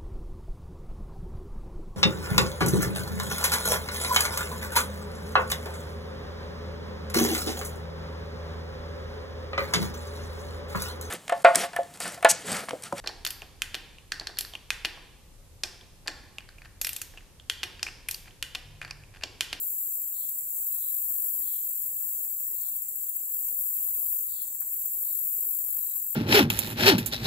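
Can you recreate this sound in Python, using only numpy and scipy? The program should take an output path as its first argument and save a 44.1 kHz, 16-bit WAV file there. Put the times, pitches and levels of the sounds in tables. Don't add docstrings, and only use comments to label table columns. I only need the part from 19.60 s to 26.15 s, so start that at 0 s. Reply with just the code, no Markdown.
import sys
import numpy as np
from scipy import signal
from scipy.fft import rfft, irfft, next_fast_len
from scipy.io import wavfile
from scipy.ndimage import uniform_filter1d, map_coordinates

SR = 44100
rng = np.random.default_rng(int(sys.argv[2]) if len(sys.argv) > 2 else 0)


def gain_from_decibels(decibels):
    exponent = np.asarray(decibels, float) / 20
    return 10 ** exponent


def pcm_store(signal):
    levels = np.round(np.clip(np.atleast_2d(signal), -1, 1) * 32767)
    wavfile.write(sys.argv[1], SR, levels.astype(np.int16).T)


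N = 288855

# first wing stroke in seconds, end in seconds, rate in strokes per second, level in dB.
FAST_BUZZES = [
    (0.004, 0.5, 59.15, -34),
    (1.199, 1.82, 59.0, -34),
    (2.615, 3.235, 59.05, -33),
    (3.991, 4.635, 59.05, -32),
    (5.288, 5.93, 59.0, -32),
]
DEEP_BUZZES = [
    (0.871, 1.85, 50.35, -35),
    (3.712, 4.68, 50.1, -36),
    (5.354, 6.28, 50.15, -34),
]
SLOW_BUZZES = [
    (0.0, 0.72, 47.5, -35),
    (1.285, 2.3, 46.95, -32),
    (3.596, 4.62, 47.25, -32),
    (5.322, 6.55, 47.15, -32),
]
BRIEF_BUZZES = [
    (2.414, 3.2, 50.55, -34),
    (4.681, 4.85, 49.25, -35),
]

# first tick in seconds, last in seconds, rate in strokes per second, level in dB, growth over the run in dB.
FAST_TICKS = [
    (0.912, 1.13, 18.5, -26.5, 1.5),
    (2.391, 2.538, 20.3, -28, 2),
    (3.743, 3.946, 19.2, -26, -6.5),
    (5.027, 5.075, 20.8, -25.5, 5.5),
    (5.121, 5.221, 20.8, -24, 0.5),
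    (6.368, 6.527, 19.7, -28, -7),
]
DEEP_TICKS = [
    (0.602, 0.789, 10.7, -30.5, -0.5),
    (2.561, 2.709, 14, -33, -4.5),
    (2.805, 3.164, 14.3, -30, 6),
    (3.229, 3.565, 14.8, -28.5, 3),
    (4.825, 4.945, 16.3, -30.5, -0.5),
    (5.134, 5.258, 16, -30, 4.5),
]
SLOW_TICKS = [
    (0.81, 0.86, 51, -39.5, 5.5),
    (2.32, 2.364, 21.5, -32, 6),
    (3.291, 3.307, 37, -40.5, -8),
    (3.383, 3.474, 32, -30, -1),
    (4.909, 4.93, 52, -37, 2),
    (5.008, 5.278, 7.5, -28, -2.5),
]

# centre in Hz, width in Hz, level in dB.
FAST_WING = [(12040, 1300, -2.5), (14030, 1500, 2), (15790, 1300, 0.5)]
DEEP_WING = [(9680, 2000, -7.5), (12470, 1330, 3.5), (15320, 1630, 1)]
SLOW_WING = [(12550, 700, -1.1), (14250, 800, 1), (15560, 920, -0.55)]

# time in seconds, level in dB.
CHORUS_LEVEL = [(0.0, -30.5), (0.5, -34), (1.4, -30.5), (1.9, -31), (3.06, -34), (3.4, -34), (3.92, -30.5),
                (4.3, -30.5), (4.63, -31), (4.91, -35), (5.09, -34), (5.27, -31), (5.8, -31), (6.55, -33)]
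# frequency in Hz, level in dB per Hz.
CHORUS_SPECTRUM = [(5180, -54), (8800, -19.5), (10800, -10), (12800, -3.5), (15100, -1.5), (15800, -4),
                   (16500, -29.5)]
# frequency in Hz, level in dB per Hz.
TYMBAL_SPECTRUM = [(3710, -81), (6300, -33), (6380, -18.5), (7230, 2), (7580, 5), (7960, 3.5), (8530, -5),
                   (9000, -13.5), (11700, -30), (19800, -120)]
# start in seconds, length in seconds, level in dB, top note in Hz, lowest note at the end in Hz.
BIRD_CALLS = [
    (-.15, 0.18, -59.5, 4560, 3830),
    (0.52, 0.17, -54.5, 4410, 3283),
    (1.09, 0.25, -58, 4127, 3377),
    (1.805, 0.19, -54.5, 4300, 3020),
    (2.699, .42, -66.5, 5570, 4944),
    (2.952, 0.145, -55, 4403, 3405),
    (4.056, 0.042, -66, 3570, 3040),
    (4.673, .16, -52.5, 4610, 3295),
    (5.431, .13, -58, 4357, 3507),
    (6.196, 0.15, -59.5, 4060, 3753),
]
# time in seconds, peak level in dB.
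HULL_TAPS = [
    (5.013, -44.5),
]
# centre in Hz, width in Hz, level in dB.
HULL_MODES = [(680, 110, -7.5), (1005, 320, -1.5), (1316, 410, 1), (1820, 800, -2.5), (2320, 520, -5.5)]
# centre in Hz, width in Hz, level in dB.
CRICKET_MODES = [(6170, 70, -6.5), (6317, 45, 0), (6535, 90, 1)]
# frequency in Hz, level in dB per Hz.
AIR_SPECTRUM = [(15, -15), (25, -12.5), (69, 2), (242, -10), (297, -10.5), (382, -12), (947, -15),
                (1390, -17), (2200, -15.5), (5700, -18), (7410, -41), (12500, -120)]
# frequency in Hz, left minus right in dB.
AIR_LEFT_RIGHT = [(60, 1), (400, 0), (1300, 1.5), (2400, 7.5), (5000, -3)]
# frequency in Hz, gain in dB.
RIGHT_PORT_TONE = [(9000, 0), (12500, 1.5), (14000, -1.5), (15800, -1.5)]
# frequency in Hz, left in dB, right in dB.
STEP_MARGINS = [(300, -2, -1), (1000, 3, 9), (2500, 6, 17), (5600, 11, 15), (6550, 11, 12), (7000, -1, -1),
                (9000, 5, 5), (12000, -10, -10)]


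def unit(x):
    return x / np.sqrt(np.mean(x ** 2) + 1e-20)


def along(points, hz):
    f, v = np.transpose(points)
    return np.interp(np.log(hz + 1), np.log(f + 1), v)


def curve(rows):
    return np.interp(np.arange(N) / SR, *np.transpose(rows))


def wobble(rate):
    knots = rng.standard_normal(int(N * rate / SR) + 4)
    return map_coordinates(knots, [np.arange(N) * rate / SR])


def filtered(x, response):
    m = next_fast_len(x.shape[-1] + SR // 2)
    spectrum = rfft(x, m) * response(np.fft.rfftfreq(m, 1 / SR))
    return irfft(spectrum, m)[..., :x.shape[-1]]


def resonances(modes):
    def response(f):
        total = 0
        for k, (centre, width, db) in enumerate(modes):
            damping = 1j * f * width
            total = total + (-1) ** k * gain_from_decibels(db) * damping / (centre * centre - f * f + damping)
        return total
    return response


def echoes(x, t60, wet_db):
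    t = np.arange(int(t60 * SR)) / SR
    tail = rng.standard_normal((2, len(t))) * gain_from_decibels(-60 * t / t60)
    tail *= gain_from_decibels(wet_db) / np.linalg.norm(tail, axis=1, keepdims=True)
    tail[:, 0] = 1
    tail /= np.hypot(1, gain_from_decibels(wet_db))
    return signal.fftconvolve(x[None], tail, axes=1)[:, :len(x)]


def panned(x, pan_db):
    return x * gain_from_decibels([[0], [-pan_db]])


def teeth(rate, scatter_db):
    hits = (rng.random(N) < rate / SR) * rng.choice([-1, 1], N)
    return unit(hits * gain_from_decibels(scatter_db * rng.standard_normal(N)))


def tick_runs(runs):
    scatter_s, scatter_db = .002, 1.0
    ticks = []
    for first, last, rate, db, growth_db in runs:
        u = np.linspace(0, 1, round((last - first) * rate) + 1)
        late, loud = rng.standard_normal((2, 16))[:, :len(u)]
        times = first + (last - first) * u + scatter_s * late
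        levels = db + growth_db * (u - .5) + scatter_db * loud
        ticks += zip(times, levels)
    return ticks


def katydid(buzzes, ticks, wing, level_db, pan_db, duty, swell_db, tick_s, tick_db):
    t = np.arange(N) / SR + .004
    duty = np.clip(duty, .2, 1)
    stroke = np.zeros(N)
    uneven_db = .8 * wobble(30)
    for start, end, rate, db in buzzes:
        cycles = (t - start) * rate + .5
        phase = np.clip((cycles % 1 - .5) / duty, -.5, .5)
        shape = np.cos(np.pi * phase) / np.sqrt(duty / 2)
        on = (cycles > 0) & (cycles < np.round((end - start) * rate + .5))
        swell = swell_db * np.exp(-np.abs(t - start) / 0.18)
        stroke += on * shape * gain_from_decibels(db + level_db - swell + uneven_db)
    for s, db in tick_runs(ticks):
        near = slice(*np.searchsorted(t, [s - tick_s / 2, s + tick_s / 2]))
        stroke[near] += gain_from_decibels(db + tick_db) * np.cos(np.pi * (t[near] - s) / tick_s)

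    def wing_response(f):
        low_cut = f ** 4 / (f ** 4 + 10300.0 ** 4)
        return resonances(wing)(f) * low_cut

    scrape = unit(filtered(teeth(4500, 2.5), wing_response))
    return panned(echoes(stroke * scrape, t60=.035, wet_db=10.5), pan_db)


def katydids():
    near = katydid(FAST_BUZZES, FAST_TICKS, FAST_WING, level_db=-3.0, pan_db=5.0, duty=0.68,
                   swell_db=2.0, tick_s=.024, tick_db=-6.0)
    near += katydid(DEEP_BUZZES, DEEP_TICKS, DEEP_WING, level_db=-1.0, pan_db=29, duty=0.39,
                    swell_db=5.5, tick_s=0.018, tick_db=-1.0)
    near += katydid(SLOW_BUZZES, SLOW_TICKS, SLOW_WING, level_db=-2.5, pan_db=17.5, duty=.66,
                    swell_db=5.0, tick_s=.016, tick_db=-1.5)
    near += katydid(BRIEF_BUZZES, [], SLOW_WING, level_db=-5.0, pan_db=21, duty=0.93,
                    swell_db=-4.5, tick_s=.02, tick_db=0)
    noise = rng.standard_normal((2, N))
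    far = unit(filtered(noise, lambda f: gain_from_decibels(along(CHORUS_SPECTRUM, f))))
    pulsing = gain_from_decibels(0.82 * np.array([wobble(40), wobble(40)]) + 0.41 * wobble(8))
    chorus = gain_from_decibels(curve(CHORUS_LEVEL) + 0.5) * pulsing * far
    return gain_from_decibels(4.5) * near + panned(chorus, 3.2)


def cicadas():
    crowd = np.array([teeth(9000, 1.0), teeth(9000, 1.66)])
    drone = unit(filtered(crowd, lambda f: gain_from_decibels(along(TYMBAL_SPECTRUM, f))))
    return panned(gain_from_decibels(-46.5 + 0.54 * wobble(20)) * drone, -4.0)


def bird():
    shake_opens = .68
    burr_db = 2.5
    lead = SR // 2
    t = np.arange(N + lead) / SR - .5
    call = np.zeros(len(t))
    shake_hz = np.resize(95 + 40 * wobble(60), len(t))
    shake = np.sin(2 * np.pi * np.cumsum(shake_hz) / SR)
    burr = gain_from_decibels(burr_db * np.resize(wobble(35), len(t)))
    for s, length, db, top_hz, end_hz in BIRD_CALLS:
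        low_hz = top_hz - shake_opens * (top_hz - end_hz)
        u = np.clip((t - s) / length, 0, 1)
        top = top_hz - .3 * (top_hz - end_hz) * u ** 3.5
        low = low_hz + (end_hz - low_hz) * u
        pitch = top - (top - low) * ((1 - shake) / 2) ** 1.5
        swell = np.sin(np.pi * u) ** 0.4 * (1 + 0.068 * shake)
        call += gain_from_decibels(db) * burr * swell * np.sin(2 * np.pi * np.cumsum(pitch) / SR)
    trunks = echoes(call, t60=.12, wet_db=4.5)
    woods = gain_from_decibels(-6.5) * echoes(call, t60=1.0, wet_db=65)
    return gain_from_decibels(-11.5) * panned((trunks + woods)[:, lead:], -12.0)


def tap():
    blow = np.zeros(N)
    for s, db in HULL_TAPS:
        blow[round(s * SR)] = gain_from_decibels(db + 31.5)
    knock = filtered(blow, resonances(HULL_MODES))
    return panned(echoes(knock, t60=.09, wet_db=12.5), 1.0)


def crickets():
    trill = filtered(rng.standard_normal((2, N)), lambda f: resonances(CRICKET_MODES)(f) ** 2)
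    pulsing = gain_from_decibels(-65 + 3 * wobble(15))
    return panned(pulsing * unit(trill), 2.1)


def air():
    a, b = rng.standard_normal((2, N))

    def shared(f):
        return 0.8 / (1 + (f / 120) ** 2) * f / (f + 30)

    def separate(f):
        return np.sqrt(1 - np.clip(shared(f), 0, .99) ** 2)

    def colour(f):
        return gain_from_decibels(along(AIR_SPECTRUM, f) + np.outer([.5, -.5], along(AIR_LEFT_RIGHT, f)))

    pair = np.array([a, filtered(a, shared) + filtered(b, separate)])
    breeze = gain_from_decibels(.4 * wobble(6))
    return gain_from_decibels(-67 + 1.5) * breeze * unit(filtered(pair, colour))


def dropouts(x):
    hop, shift, band = 1024, 1933, 8
    top_hz = 15735
    silent_hz, silent_width_hz, silent_db = 5915, 195, 22
    n, k = np.arange(2 * hop) + .5, np.arange(hop) + .5
    line_hz = k * SR / (2 * hop)
    window = np.sqrt(2 / hop) * np.sin(np.pi * n / (2 * hop))
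    basis = window[:, None] * np.cos(np.pi / hop * np.outer(n + hop / 2, k))
    blocks = np.pad(x, ((0, 0), (shift, 2 * hop + (-N - shift) % hop))).reshape(2, -1, hop)
    lines = np.concatenate([blocks[:, :-1], blocks[:, 1:]], axis=2) @ basis

    smooth_power = uniform_filter1d(lines ** 2, size=9, axis=2)
    usual = np.sqrt(np.median(smooth_power, axis=1, keepdims=True) + 1e-20)
    f, *margins = np.transpose(STEP_MARGINS)
    margin_db = np.array([np.interp(line_hz, f, m) for m in margins])[:, None]
    margin_db = margin_db + silent_db * np.exp(-((line_hz - silent_hz) / silent_width_hz) ** 4)
    tiles = rng.standard_normal((2, lines.shape[1], hop // band))
    tiles = uniform_filter1d(tiles, size=2, axis=1)
    tiles = unit(uniform_filter1d(tiles, size=2, axis=2))
    scatter = np.repeat(tiles, band, axis=2)
    masked = np.sqrt(np.abs(uniform_filter1d(lines ** 2, size=25, axis=2))) * (k < 270)
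    step = np.maximum(usual * gain_from_decibels(margin_db), masked * gain_from_decibels(3)) * gain_from_decibels(3 * scatter)

    rounded = np.round(lines / step) * step * (line_hz < top_hz)
    frames = rounded @ basis.T
    joined = frames[:, 1:, :hop] + frames[:, :-1, hop:]
    return joined.reshape(2, -1)[:, shift - hop:shift - hop + N]


def scene():
    return katydids() + cicadas() + bird() + tap() + crickets() + air()


def top_cut(x):
    return signal.sosfilt(signal.butter(12, 17090, fs=SR, output="sos"), x)


def record(dry):
    ports = filtered(dry, lambda f: gain_from_decibels(np.outer([0, 1], along(RIGHT_PORT_TONE, f))))
    mix = dropouts(ports)
    return top_cut(mix)


dry = scene()
out = record(dry)
pcm_store(out)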